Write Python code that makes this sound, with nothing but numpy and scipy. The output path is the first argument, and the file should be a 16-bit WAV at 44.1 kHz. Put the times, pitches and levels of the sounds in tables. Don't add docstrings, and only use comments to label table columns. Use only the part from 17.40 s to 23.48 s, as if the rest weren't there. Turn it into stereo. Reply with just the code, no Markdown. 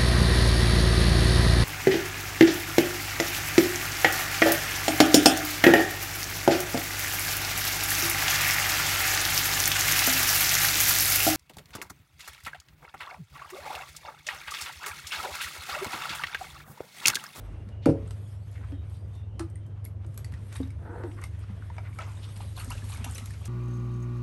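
import sys
import numpy as np
from scipy import signal
from scipy.fft import rfft, irfft, next_fast_len
from scipy.io import wavfile
from scipy.ndimage import uniform_filter1d, map_coordinates

SR = 44100
rng = np.random.default_rng(int(sys.argv[2]) if len(sys.argv) > 2 else 0)


def wav_record(signal):
    frames = np.transpose(np.atleast_2d(signal))
    bounded = np.clip(frames, -1, 1)
    quanta = np.round(bounded * 32767).astype(np.int16)
    wavfile.write(sys.argv[1], SR, quanta)


N = 268083


def amp(db):
    return 10 ** (np.asarray(db) / 20)


def unit(x):
    return x / np.sqrt(np.mean(x ** 2) + 1e-20)


def along(points, hz):
    f, v = np.transpose(points)
    return np.interp(np.log(hz + 1), np.log(f + 1), v)


def curves(rows):
    s, *cols = np.transpose(rows)
    t = np.arange(N) / SR
    return [amp(np.interp(t, s, col, left=-150, right=-150)) for col in cols]


def ramp(start, length):
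    return np.clip((np.arange(N) / SR - start) / length, 0, 1)


def wobble(rate):
    knots = rng.standard_normal(int(N * rate / SR) + 4)
    return map_coordinates(knots, [np.arange(N) * rate / SR])


def filtered(x, response):
    m = next_fast_len(x.shape[-1] + SR // 4)
    return irfft(rfft(x, m) * response(np.fft.rfftfreq(m, 1 / SR)), m)[..., :x.shape[-1]]


def band(x, lo_hz, hi_hz):
    sos = signal.butter(2, [lo_hz, min(hi_hz, SR / 2.2)], "band", fs=SR, output="sos")
    return signal.sosfilt(sos, x)


def add(track, s, sound):
    part = track[round(s * SR):][:len(sound)]
    part += sound[:len(part)]


def ring(hz, t60, attack, rise=0):
    t = np.arange(int(SR * t60) + 8) / SR
    wave = np.sin(2 * np.pi * hz * t * (1 + rise * t / t60))
    return wave * amp(-60 * t / t60) * (1 - np.exp(-t / attack))


def bubbles(count, centre_hz, spread, cycles, size_db):
    at, size = rng.random(count), rng.exponential(size_db, count)
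    pitch = rng.standard_normal(count)
    hz = np.clip(centre_hz * np.exp(spread * pitch), 150, 15000)[:, None]
    k = np.arange(int(3 * cycles * SR / centre_hz))
    u = k / SR * hz / cycles
    chirp = np.sin(2 * np.pi * cycles * u * (1 + 0.197 * u))
    wave = amp(np.minimum(size, 3 * size_db))[:, None] * chirp * u * np.exp(-3.5 * u)
    start = (N * at).astype(int)[:, None]
    return unit(np.bincount((start + k).ravel(), wave.ravel(), minlength=N)[:N])


# (frequency [Hz], correlation)
LIKENESS = [(60, 0.98), (250, 0.86), (550, 0.36), (900, 0.19), (1600, 0.27), (2800, 0.55), (4500, 0.095),
            (6200, 0.73), (7300, 0.09), (8600, 1), (12000, 0.93)]


def paired(two):
    def mid_side(hz):
        turn = np.arccos(np.clip(along(LIKENESS, hz), -1, 1)) / 2
        return np.array([np.cos(turn), np.sin(turn)])

    mid, side = filtered(two, mid_side)
    return np.array([mid + side, mid - side])


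def rush(spectrum, patchy_db):
    z = signal.stft(rng.standard_normal((2, N)), nperseg=512)[2]
    field = uniform_filter1d(rng.standard_normal(z.shape[1:]), 6, 0)
    field = uniform_filter1d(field, 8, 1)
    two = signal.istft(z * amp(patchy_db * unit(field)), nperseg=512)[1][:, :N]
    return unit(paired(filtered(two, lambda hz: amp(along(spectrum, hz)))))


# (frequency [Hz], relative level [dB])
RUMBLE_COLOUR = [(20, -28), (45, -44), (60, -6.5), (78, 1), (95, -9), (120, -7), (150, -15.5), (220, -27.5),
                 (300, -67)]
# (frequency [Hz], relative level [dB])
MURMUR_COLOUR = [(100, -3), (200, 1), (600, -5.5), (1400, -19), (3000, -39), (4500, -39), (9000, -49),
                 (16000, -99)]
# (time [s], room murmur level [dB], deep drone level [dB])
BACKGROUND_LEVELS = [(0, -49, -42), (.6, -54, -64), (1, -53.5, -68), (2.8, -53.5, -57), (3.3, -53, -53),
                     (4.6, -53, -58), (5.3, -52, -50), (6.08, -54, -64)]
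MAINS_HZ, MOTOR_HZ = 100.6, 78.4
LOW_DB, LOW_EARLY_DB, LOW_SWELL_S = -36.5, -6.5, (0.15, 0.37)


def air():
    def tone(hz, waver_hz):
        return np.sin(2 * np.pi * np.cumsum(hz + waver_hz * wobble(2.854)) / SR)

    swell_start, swell_end = LOW_SWELL_S
    low = amp(LOW_DB + LOW_EARLY_DB * (1 - ramp(swell_start, swell_end - swell_start)))
    mains = amp(1.5 + 0.072 * wobble(4.5)) * tone(MAINS_HZ, waver_hz=0.27)
    motor = amp(-8.5) * amp(2.5 * wobble(5)) * tone(MOTOR_HZ, waver_hz=1.46)
    rumble = amp(-4) * rush(RUMBLE_COLOUR, patchy_db=1.5)
    murmur, deep = curves(BACKGROUND_LEVELS)
    drone_colour = [(15, -18), (30, -18), (48, 28), (60, -18), (90, -80)]  # Hz, dB
    drone = deep * amp(-1 * wobble(2.86)) * rush(drone_colour, patchy_db=-3.0)
    return drone + low * (mains + motor + rumble) + murmur * rush(MURMUR_COLOUR, patchy_db=2.5)


# (time [s], fizz level [dB], swish level [dB])
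RUSTLE_LEVELS = [(0, -64.5, -58.5), (.27, -74, -63), (.49, -105, -69), (.6, -70, -62.5), (.8, -62.5, -63),
                 (.89, -59, -66), (1, -69, -66.5), (1.13, -62.5, -62.5), (1.3, -65, -60.5),
                 (1.39, -78.5, -65.5), (1.55, -59.5, -65.5), (1.64, -76, -69), (1.76, -65, -65),
                 (1.9, -93, -71), (2.05, -71, -66.5), (2.56, -100, -69), (2.71, -65, -65),
                 (2.96, -66.5, -63), (3.17, -55.5, -58.5), (3.35, -73.5, -64.5), (3.67, -61, -68),
                 (4.1, -67, -57), (4.42, -64, -62.5), (4.64, -59, -59.5), (5.1, -54.5, -62),
                 (5.5, -52, -55), (5.62, -59, -51.5), (5.76, -49.5, -66), (5.97, -58, -58.5),
                 (6.08, -53.5, -60)]
# (frequency [Hz], relative level [dB])
FIZZ_COLOUR = [(1500, -11), (3500, 4), (6000, -4), (8800, 2), (11500, 2.5), (16000, -3.5)]
# (frequency [Hz], relative level [dB])
SWISH_COLOUR = [(300, -100), (900, 5.5), (2000, 3.5), (3300, -1.5), (4500, -9.5), (8000, -19.5)]


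def rustle():
    flicker = wobble(35)
    fizz_gain, swish_gain = curves(RUSTLE_LEVELS)
    fizz = amp(0.91 * flicker) * rush(FIZZ_COLOUR, patchy_db=3.5)
    swish = amp(1.8 * flicker) * rush(SWISH_COLOUR, patchy_db=1.3)
    return fizz_gain * fizz + swish_gain * swish


# (start [s], end [s], pitch [Hz], level [dB])
FAR_TONES = [(0.02, 0.27, 2790, -67), (0.272, 0.466, 2880, -66), (1.26, 1.4, 3220, -64.5),
             (1.29, 1.46, 3000, -68), (1.317, 1.433, 3700, -66), (1.478, 1.66, 4750, -72),
             (1.685, 1.847, 3560, -65), (1.737, 1.84, 2770, -67), (1.844, 1.956, 2830, -69),
             (1.875, 2.057, 3070, -64), (2.09, 2.2, 3080, -71), (2.172, 2.29, 3100, -71),
             (2.27, 2.42, 3130, -74)]


def whistles():
    out = np.zeros(N)
    for start, end, hz, db in FAR_TONES:
        t = np.arange(round((end - start) * SR)) / SR
        fuzz = unit(uniform_filter1d(rng.standard_normal(SR), 220))[:len(t)]
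        swell = np.sin(np.pi * t / (end - start)) ** .5
        add(out, start, amp(db) * swell * fuzz * np.sin(2 * np.pi * hz * t))
    return out


# (time [s], level [dB], pitch [Hz])
HOLLOW_KNOCKS = [(.265, -38.5, 199.6), (1.322, -31, 277), (2.001, -26, 333), (2.651, -45.5, 336),
                 (3.2007, -22, 266.3), (3.492, -37.5, 315), (3.523, -39, 328), (3.549, -40.5, 473),
                 (3.637, -28, 347), (3.642, -35.5, 449), (3.675, -36.5, 297), (4.096, -34, 193),
                 (4.964, -38.5, 188), (5.273, -35.5, 246), (5.358, -43, 222), (5.427, -39, 237),
                 (5.607, -34, 221), (5.661, -35, 260), (5.775, -43.5, 255), (5.822, -37, 224)]
# (pitch ratio, relative level [dB], t60 [s], attack [s])
HOLLOW_MODES = [(1, 3, 0.14, 0.004), (0.8, -13, 0.14, 0.007), (1.77, -9, 0.05, 0.002)]
KNOCK_PUFF_DB, KNOCK_PUFF_T60_S = -5, 0.08
GLUG_SHORTER = 0.66


def knocks():
    out, puffs = np.zeros((2, N))
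    t = np.arange(SR // 8) / SR
    for s, db, hz in HOLLOW_KNOCKS:
        shorter = GLUG_SHORTER if s > STIR_LEVELS[0][0] else 1
        for ratio, mode_db, t60, attack in HOLLOW_MODES:
            add(out, s, amp(db + mode_db) * ring(ratio * hz, t60 * shorter, attack))
        decay = amp(db + KNOCK_PUFF_DB - 60 * t / KNOCK_PUFF_T60_S)
        add(puffs, s, decay * rng.standard_normal(len(t)))
    return out + band(band(puffs, 280, 880), 280, 880)


# (low edge [Hz], high edge [Hz], gain on white noise [dB])
BURST_SPLIT = [(455, 1700, 8.5), (1570, 5570, 5), (7910, 17800, 7)]


def foam():
    large = bubbles(count=1500, centre_hz=1050, spread=0.311, cycles=6.3, size_db=4.5)
    middling = bubbles(count=4000, centre_hz=3000, spread=0.305, cycles=9.0, size_db=3.5)
    tiny = bubbles(count=9000, centre_hz=10260, spread=0.312, cycles=13.0, size_db=10.0)
    share = [[2 * (hi - lo) / SR] for lo, hi, _ in BURST_SPLIT]
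    return np.array([large, middling, tiny]) * np.sqrt(share)


def bursts(rows, head, attack, t60, crack, grain_db, stagger=0):
    parts, t = np.zeros((3, N)), np.arange(SR // 5) / SR
    decay = crack * amp(-60 * t / 0.0085) + amp(-60 * t / t60)
    shape = decay * (1 - np.exp(-t / attack)) ** 2
    shape = shape / np.sqrt(np.mean(shape[:round(head * SR)] ** 2))
    for s, db, tilt_db in rows:
        for part, level in zip(parts, (db - tilt_db, db, db + tilt_db)):
            add(part, s - attack + stagger * rng.random(), (amp(level) * shape) ** 2)
    return np.sqrt(parts) * amp(grain_db * wobble(260))


# (time [s], level [dB], bright over middle [dB])
SHARP_CLICKS = [(0.2889, -58.5, -8), (0.4581, -36, -6.5), (0.7083, -48, -2), (1.321, -63.5, -15),
                (1.995, -39.5, -2), (2.1, -73, 11), (2.157, -69.5, 6), (2.265, -76, 12), (2.4441, -58, 1),
                (2.4525, -53, 2.5), (2.646, -63.5, -14), (2.6646, -71.5, 12), (2.743, -77, 18),
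                (2.7765, -46, 1.5), (2.792, -63, -10), (2.8457, -51, 3), (2.922, -56, -3),
                (2.9388, -55, -5), (3.1267, -49.5, 2), (3.164, -51, 5), (3.1885, -69, 4), (3.2145, -67, 8),
                (3.227, -64, -8), (3.232, -55.5, -9), (3.274, -58, -3), (3.305, -59.5, 0),
                (3.636, -58, -17), (3.8391, -44.5, -0.5), (4.222, -80, -24), (4.3, -76, -32),
                (4.366, -58, -13), (4.3825, -54, -15.5), (4.5873, -45, -5.5), (5.242, -64, 17.5),
                (5.3028, -50.5, 10.5), (5.3177, -44, 0.5), (5.6426, -40, 0.5), (5.781, -44, 5.5),
                (5.858, -52, 4), (5.904, -51, 6), (6.054, -48, 6.5)]
# (time [s], level [dB], bright over middle [dB])
SOFT_PUFFS = [(0.481, -53.5, -14), (0.6619, -62, -4.5), (1.113, -65, 2), (1.4913, -70, 1), (1.552, -68, -4),
              (1.7344, -67.5, 0), (2.9706, -66, -7), (3.13, -57, -2), (3.1524, -51.5, -1.5),
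              (3.817, -64, -8), (3.9836, -68.5, 5), (4.0231, -62.5, -10.5), (4.529, -65.5, 4),
              (4.827, -63.5, 5.5), (4.8872, -72, -11), (4.9586, -55, -3), (4.9989, -51.5, -5.5),
              (5.086, -75, 11), (5.1595, -53, 1.5), (5.1772, -51, -2), (5.1964, -55, 11.5),
              (5.3764, -74, 0.3), (5.4355, -62, 3), (5.474, -61, 3), (5.486, -53, 4), (5.5152, -50.5, -0.5),
              (5.535, -55, 2), (5.5587, -61, 4), (5.6904, -63.5, 19), (5.7168, -70, 3), (5.7478, -57, 15.5)]
DROP_ATTACK_S, DROP_STAGGER_S = .0018, .0045
GRAINY = .85


def clicks_and_splashes():
    wet_from_s = STIR_LEVELS[1][0]
    dry_rows = [row for row in SHARP_CLICKS if row[0] <= wet_from_s]
    wet_rows = [row for row in SHARP_CLICKS if row[0] > wet_from_s]
    clicks = bursts(dry_rows, head=0.0052, attack=0.00082, t60=0.043, crack=5.9, grain_db=0.9)
    drops = bursts(wet_rows, head=0.0039, attack=DROP_ATTACK_S, t60=0.019, crack=0.95, grain_db=2.5,
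                   stagger=DROP_STAGGER_S)
    puffs = bursts(SOFT_PUFFS, head=0.021, attack=0.009, t60=0.085, crack=0, grain_db=3,
                   stagger=2 * DROP_STAGGER_S)
    noise = rng.standard_normal((3, 3, N))
    grains = np.sqrt(GRAINY) * foam() + np.sqrt(1 - GRAINY) * noise[2]
    mix = clicks * noise[0] + drops * noise[1] + puffs * grains
    return sum(amp(db) * band(part, lo, hi) for part, (lo, hi, db) in zip(mix, BURST_SPLIT))


# (time [s], length [s], level [dB], centre pitch [Hz])
BREATHY_RUBS = [(1.989, 0.042, -43, 950), (4.583, 0.028, -57, 1890), (4.954, 0.022, -52.5, 3300),
                (5.004, 0.04, -60, 2800), (0.411, 0.061, -55, 3000), (4.43, 0.078, -56, 1140),
                (4.685, 0.045, -58, 950), (4.66, 0.04, -69, 1900), (5.167, 0.026, -49, 650),
                (5.66, 0.036, -52, 1200), (1.144, 0.034, -53.5, 1750), (1.174, 0.013, -55, 1840),
                (1.206, 0.015, -51.5, 1020), (1.219, 0.044, -51.5, 1230), (1.238, 0.0079, -54, 1180),
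                (1.323, 0.04, -67, 1390), (3.115, 0.024, -53, 1900), (3.16, 0.02, -52, 1890),
                (3.708, 0.018, -55, 2240), (3.761, 0.046, -49.5, 1440), (3.809, 0.033, -47.5, 1490),
                (3.812, 0.0099, -49, 8200), (4.423, 0.085, -53, 1800), (4.583, 0.063, -52, 1300),
                (4.662, 0.044, -54, 1090), (4.812, 0.054, -50.5, 3180), (4.604, 0.029, -55, 686),
                (4.595, 0.059, -75, 2300), (5.37, 0.022, -51, 3000), (5.512, 0.026, -49.5, 3200)]
RUB_WIDTH = 1.4


def rubs():
    out = np.zeros(N)
    for s, length, db, hz in BREATHY_RUBS:
        noise = unit(band(rng.standard_normal(SR // 8), hz / RUB_WIDTH, hz * RUB_WIDTH))
        noise = noise[-round(length * SR):]
        add(out, s, amp(db) * np.hanning(len(noise)) * noise)
    return out


# (time [s], level [dB])
BLOWS = [(.462, -10.5), (.4936, -17)]
# (frequency [Hz], relative level [dB], t60 [s])
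FRAME_MODES = [(68, -12.5, 0.35), (110.5, -3, 0.27), (154, -2.5, 0.2), (238, -32, 0.089), (281, 0, .135),
               (316, .5, .13), (342, 1, .05), (388, -5, .09), (432, -13, 0.38), (465.5, -2.5, 0.17),
               (547.4, -6.5, 0.23), (618, -16, 0.46), (740, -17, 0.17), (824, -10.5, 0.073),
               (950, -18.5, 0.1), (1280, -28, 0.12), (1630, -34, 0.14)]
LOW_MODES_LATE_S = 0.0093
PORT_LAG_S = 0.00032
RATTLE_DB, RATTLE_T60_S = -13, 0.3


def thud():
    out = np.zeros((2, N))
    for k, (hz, db, t60) in enumerate(FRAME_MODES):
        lag = (-1) ** k * PORT_LAG_S * (hz > 400)
        late = LOW_MODES_LATE_S * (hz < 200)
        for s, blow_db in BLOWS:
            sound = amp(blow_db + db) * ring(hz, t60, attack=0.003 * (300 / hz) ** 1.5)
            add(out[0], s + late + lag / 2, sound)
            add(out[1], s + late - lag / 2, sound)
    shake, t = np.zeros(N), np.arange(SR // 4) / SR
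    for s, blow_db in BLOWS:
        decay = amp(blow_db + RATTLE_DB - 60 * t / RATTLE_T60_S)
        add(shake, s, decay * np.minimum(t / 0.0081, 1))
    rattle_colour = [(150, -32), (260, 9), (600, -0.5), (1200, -17), (3000, -39.0)]  # Hz, dB
    return out + shake * rush(rattle_colour, patchy_db=5.5)


# (time [s], level [dB], pitch [Hz])
PITCHED_PLOPS = [(2.099, -45, 8200), (2.156, -34, 8650), (2.157, -44, 1950), (2.45, -22, 11210),
                 (2.46, -38, 2120), (2.7765, -21.5, 11480), (2.776, -35, 7600), (2.845, -36.5, 1940),
                 (2.845, -32.5, 4450), (2.937, -38.5, 1860), (3.152, -41, 8160), (3.156, -35, 1840),
                 (3.16, -30.5, 3640), (3.166, -35, 8700), (3.231, -33.5, 3670), (3.304, -40, 2170),
                 (3.788, -38, 1080), (3.838, -26, 2070), (3.838, -30, 8450), (3.838, -33.5, 1150),
                 (4.223, -35, 1440), (4.302, -31, 897), (4.301, -39, 1720), (4.383, -29, 910),
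                 (4.381, -33, 2237), (4.59, -26.5, 1283), (4.587, -30.5, 2200), (4.596, -35, 1340),
                 (4.607, -40, 1270), (4.606, -43, 700), (4.622, -44, 1410), (4.529, -42, 2200),
                 (4.664, -44, 1260), (4.671, -43, 990), (4.684, -61, 1050), (4.705, -46, 970),
                 (4.771, -42.5, 3610), (4.888, -46, 1200), (4.833, -49, 3650), (4.843, -42, 3500),
                 (4.844, -50, 2920), (4.967, -49, 950), (5.005, -36.5, 900), (5.008, -44, 2830),
                 (5.166, -37, 4240), (5.175, -36, 3420), (5.177, -46, 867), (5.196, -51, 8600),
                 (5.218, -63, 1290), (5.234, -61, 2470), (5.241, -57, 8100), (5.298, -40, 2110),
                 (5.303, -29, 11000), (5.305, -63, 2750), (5.321, -56, 980), (5.199, -33.5, 4300),
                 (5.201, -36.5, 2740), (5.208, -36, 1210), (5.304, -31, 950), (5.316, -28, 2770),
                 (5.333, -59, 920), (5.378, -40, 2590), (5.421, -41, 1670), (5.44, -46, 950),
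                 (5.516, -46, 2960), (5.519, -45, 4150), (5.527, -36, 1080), (5.537, -40, 1144),
                 (5.546, -43, 1700), (5.559, -36.5, 2200), (5.612, -44, 2400), (5.646, -33, 3420),
                 (5.676, -52, 2110), (5.692, -46, 8500), (5.717, -55, 11200), (5.747, -37.5, 5200),
                 (5.747, -51, 3240), (5.753, -63, 11400), (5.762, -62, 6140), (5.778, -59, 11000),
                 (5.78, -37, 3930), (5.818, -44, 2000), (5.6, -46, 880), (5.643, -34, 2710),
                 (5.663, -32.5, 950), (5.681, -46, 880), (5.753, -31.5, 5970), (5.783, -38, 2850),
                 (5.728, -50, 2660), (5.79, -58, 950), (5.806, -50, 1240), (5.937, -45, 2200),
                 (6.013, -47, 1125), (6.045, -44.5, 2730), (5.906, -41.5, 1770)]
PLOP_T60_S, TAP_T60_S, SHORTER_POWER = 0.04, 0.024, 0.33


def plops():
    out = np.zeros(N)
    for s, db, hz in PITCHED_PLOPS:
        t60_at_1k = PLOP_T60_S if s > STIR_LEVELS[0][0] else TAP_T60_S
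        t60 = t60_at_1k * (1000 / hz) ** SHORTER_POWER
        add(out, s, amp(db) * ring(hz, t60, attack=0.0012, rise=0.07))
    return out


# (frequency [Hz], width [Hz], relative level [dB])
SILL_MODES = [(324, 46, -11), (503, 83, -4.5), (694, 40, -3), (857, 54, -4), (990, 39, -5),
              (1300, 186, -10), (1670, 350, -12.5)]
SLIDE_S, SLIDE_DB, SLIDE_RUMBLE_DB = 3.374, -45.5, -9
SLIDE_ATTACK_S, SLIDE_HOLD_S, SLIDE_RELEASE_S = 0.15, 0.097, 0.17
SLIDE_CLIMB = 1.02


def slide():
    def sill(f):
        return sum((-1) ** k * amp(db) * 1j * f * w / (c * c - f * f + 1j * f * w)
                   for k, (c, w, db) in enumerate(SILL_MODES))

    slips = rng.standard_normal(N) * amp(2.5 * wobble(140))
    lower = filtered(slips, lambda f: sill(f * SLIDE_CLIMB))
    upper = filtered(slips, lambda f: sill(f / SLIDE_CLIMB))
    moved = ramp(SLIDE_S, SLIDE_ATTACK_S + SLIDE_HOLD_S + SLIDE_RELEASE_S / 2)
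    scrape = (1 - moved) * lower + moved * upper
    release = 1 - ramp(SLIDE_S + SLIDE_ATTACK_S + SLIDE_HOLD_S, SLIDE_RELEASE_S)
    push = ramp(SLIDE_S, SLIDE_ATTACK_S) * release ** 2
    rumble = amp(SLIDE_RUMBLE_DB) * unit(band(slips, 130, 460))
    return amp(SLIDE_DB) * push * (unit(scrape) + rumble)


# (time [s], gurgle level [dB], spray level [dB])
STIR_LEVELS = [(4.55, -58, -108), (4.71, -80, -67), (5.086, -63.5, -76), (5.256, -100, -58.5),
               (5.362, -90, -59), (5.494, -74, -61), (5.702, -96, -60), (5.848, -76, -60.5),
               (6.079, -80, -69)]
SWARM_DB, SWARM_T60_S = -22, .2


def water():
    low, high = curves(STIR_LEVELS)
    swarm, t = np.zeros(N), np.arange(SR // 5) / SR
    for s, db, hz in PITCHED_PLOPS:
        if s > STIR_LEVELS[0][0]:
            add(swarm, s, amp(db + SWARM_DB - 60 * t / SWARM_T60_S))
    gurgle = bubbles(count=2500, centre_hz=1150, spread=0.4, cycles=8, size_db=4)
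    small = bubbles(count=4000, centre_hz=2843, spread=0.452, cycles=12, size_db=6)
    spray = bubbles(count=6000, centre_hz=7000, spread=0.4, cycles=16, size_db=4.5)
    small_gain = amp(3) * np.sqrt(low * high) + amp(-4) * swarm
    return (low + swarm) * gurgle + small_gain * small + high * spray


# (frequency [Hz], t60 [s])
ROOM_DECAY = [(150, 0.48), (1000, 0.17), (4000, 0.18), (11000, 0.14)]


def room(x, hop=SR // 3):
    x, out = np.pad(x, (hop, 2 * hop)), np.zeros((2, N + 2 * SR))
    for start in range(0, N + hop, hop):
        hz, t, z = signal.stft(rng.standard_normal((2, SR // 3)), SR, nperseg=256)
        decay = amp(-60 * t / along(ROOM_DECAY, hz)[:, None])
        tail = signal.istft(z * decay, SR, nperseg=256)[1]
        piece = x[start:start + 2 * hop] * np.sqrt(np.hanning(2 * hop))
        wet = signal.fftconvolve(piece[None], tail / np.linalg.norm(tail[0]), axes=1)
        out[:, start + 150:start + 150 + wet.shape[1]] += wet
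    return paired(out[:, hop:hop + N])


def scene():
    near = rubs() + clicks_and_splashes() + water() + slide()
    frame, rings, hollow = thud(), plops(), knocks()
    boom = amp(-17) * frame[0] + amp(-14) * hollow
    wet = room(amp(-4.5) * near + amp(-8.0) * rings + boom + whistles())
    return near + rings + hollow + frame + wet + air() + rustle()


# (frequency [Hz], left lead [rad])
PORT_PHASE = [(2000, 0), (3400, 1.3), (4500, .7), (6000, .1), (7000, 0), (7600, .9), (8400, .1),
              (8800, -.3), (10200, -np.pi), (11900, -6.15), (12200, -2 * np.pi)]
# (frequency [Hz], left over right [dB])
PORT_BALANCE = [(60, 2.5), (200, 3), (500, 1), (900, 2.5), (2500, 2.5), (4500, 2.5), (6200, 6.5), (7200, 0),
                (8200, 1.5), (12000, -0.5)]
# (frequency [Hz], gain [dB])
OVERALL_COLOUR = [(8000, -1.09), (11300, 0.5), (12100, -19.5), (12700, -13), (13300, -43), (16000, -35)]
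TOP_HZ = 16600


def record(dry):
    def left_and_right(hz):
        left = amp(along(PORT_BALANCE, hz) / 2) * np.exp(1j * along(PORT_PHASE, hz) / 2)
        return amp(along(OVERALL_COLOUR, hz)) * np.array([left, 1 / left])

    return filtered(filtered(dry, left_and_right), lambda hz: hz < TOP_HZ)


dry = scene()
out = record(dry)
wav_record(out)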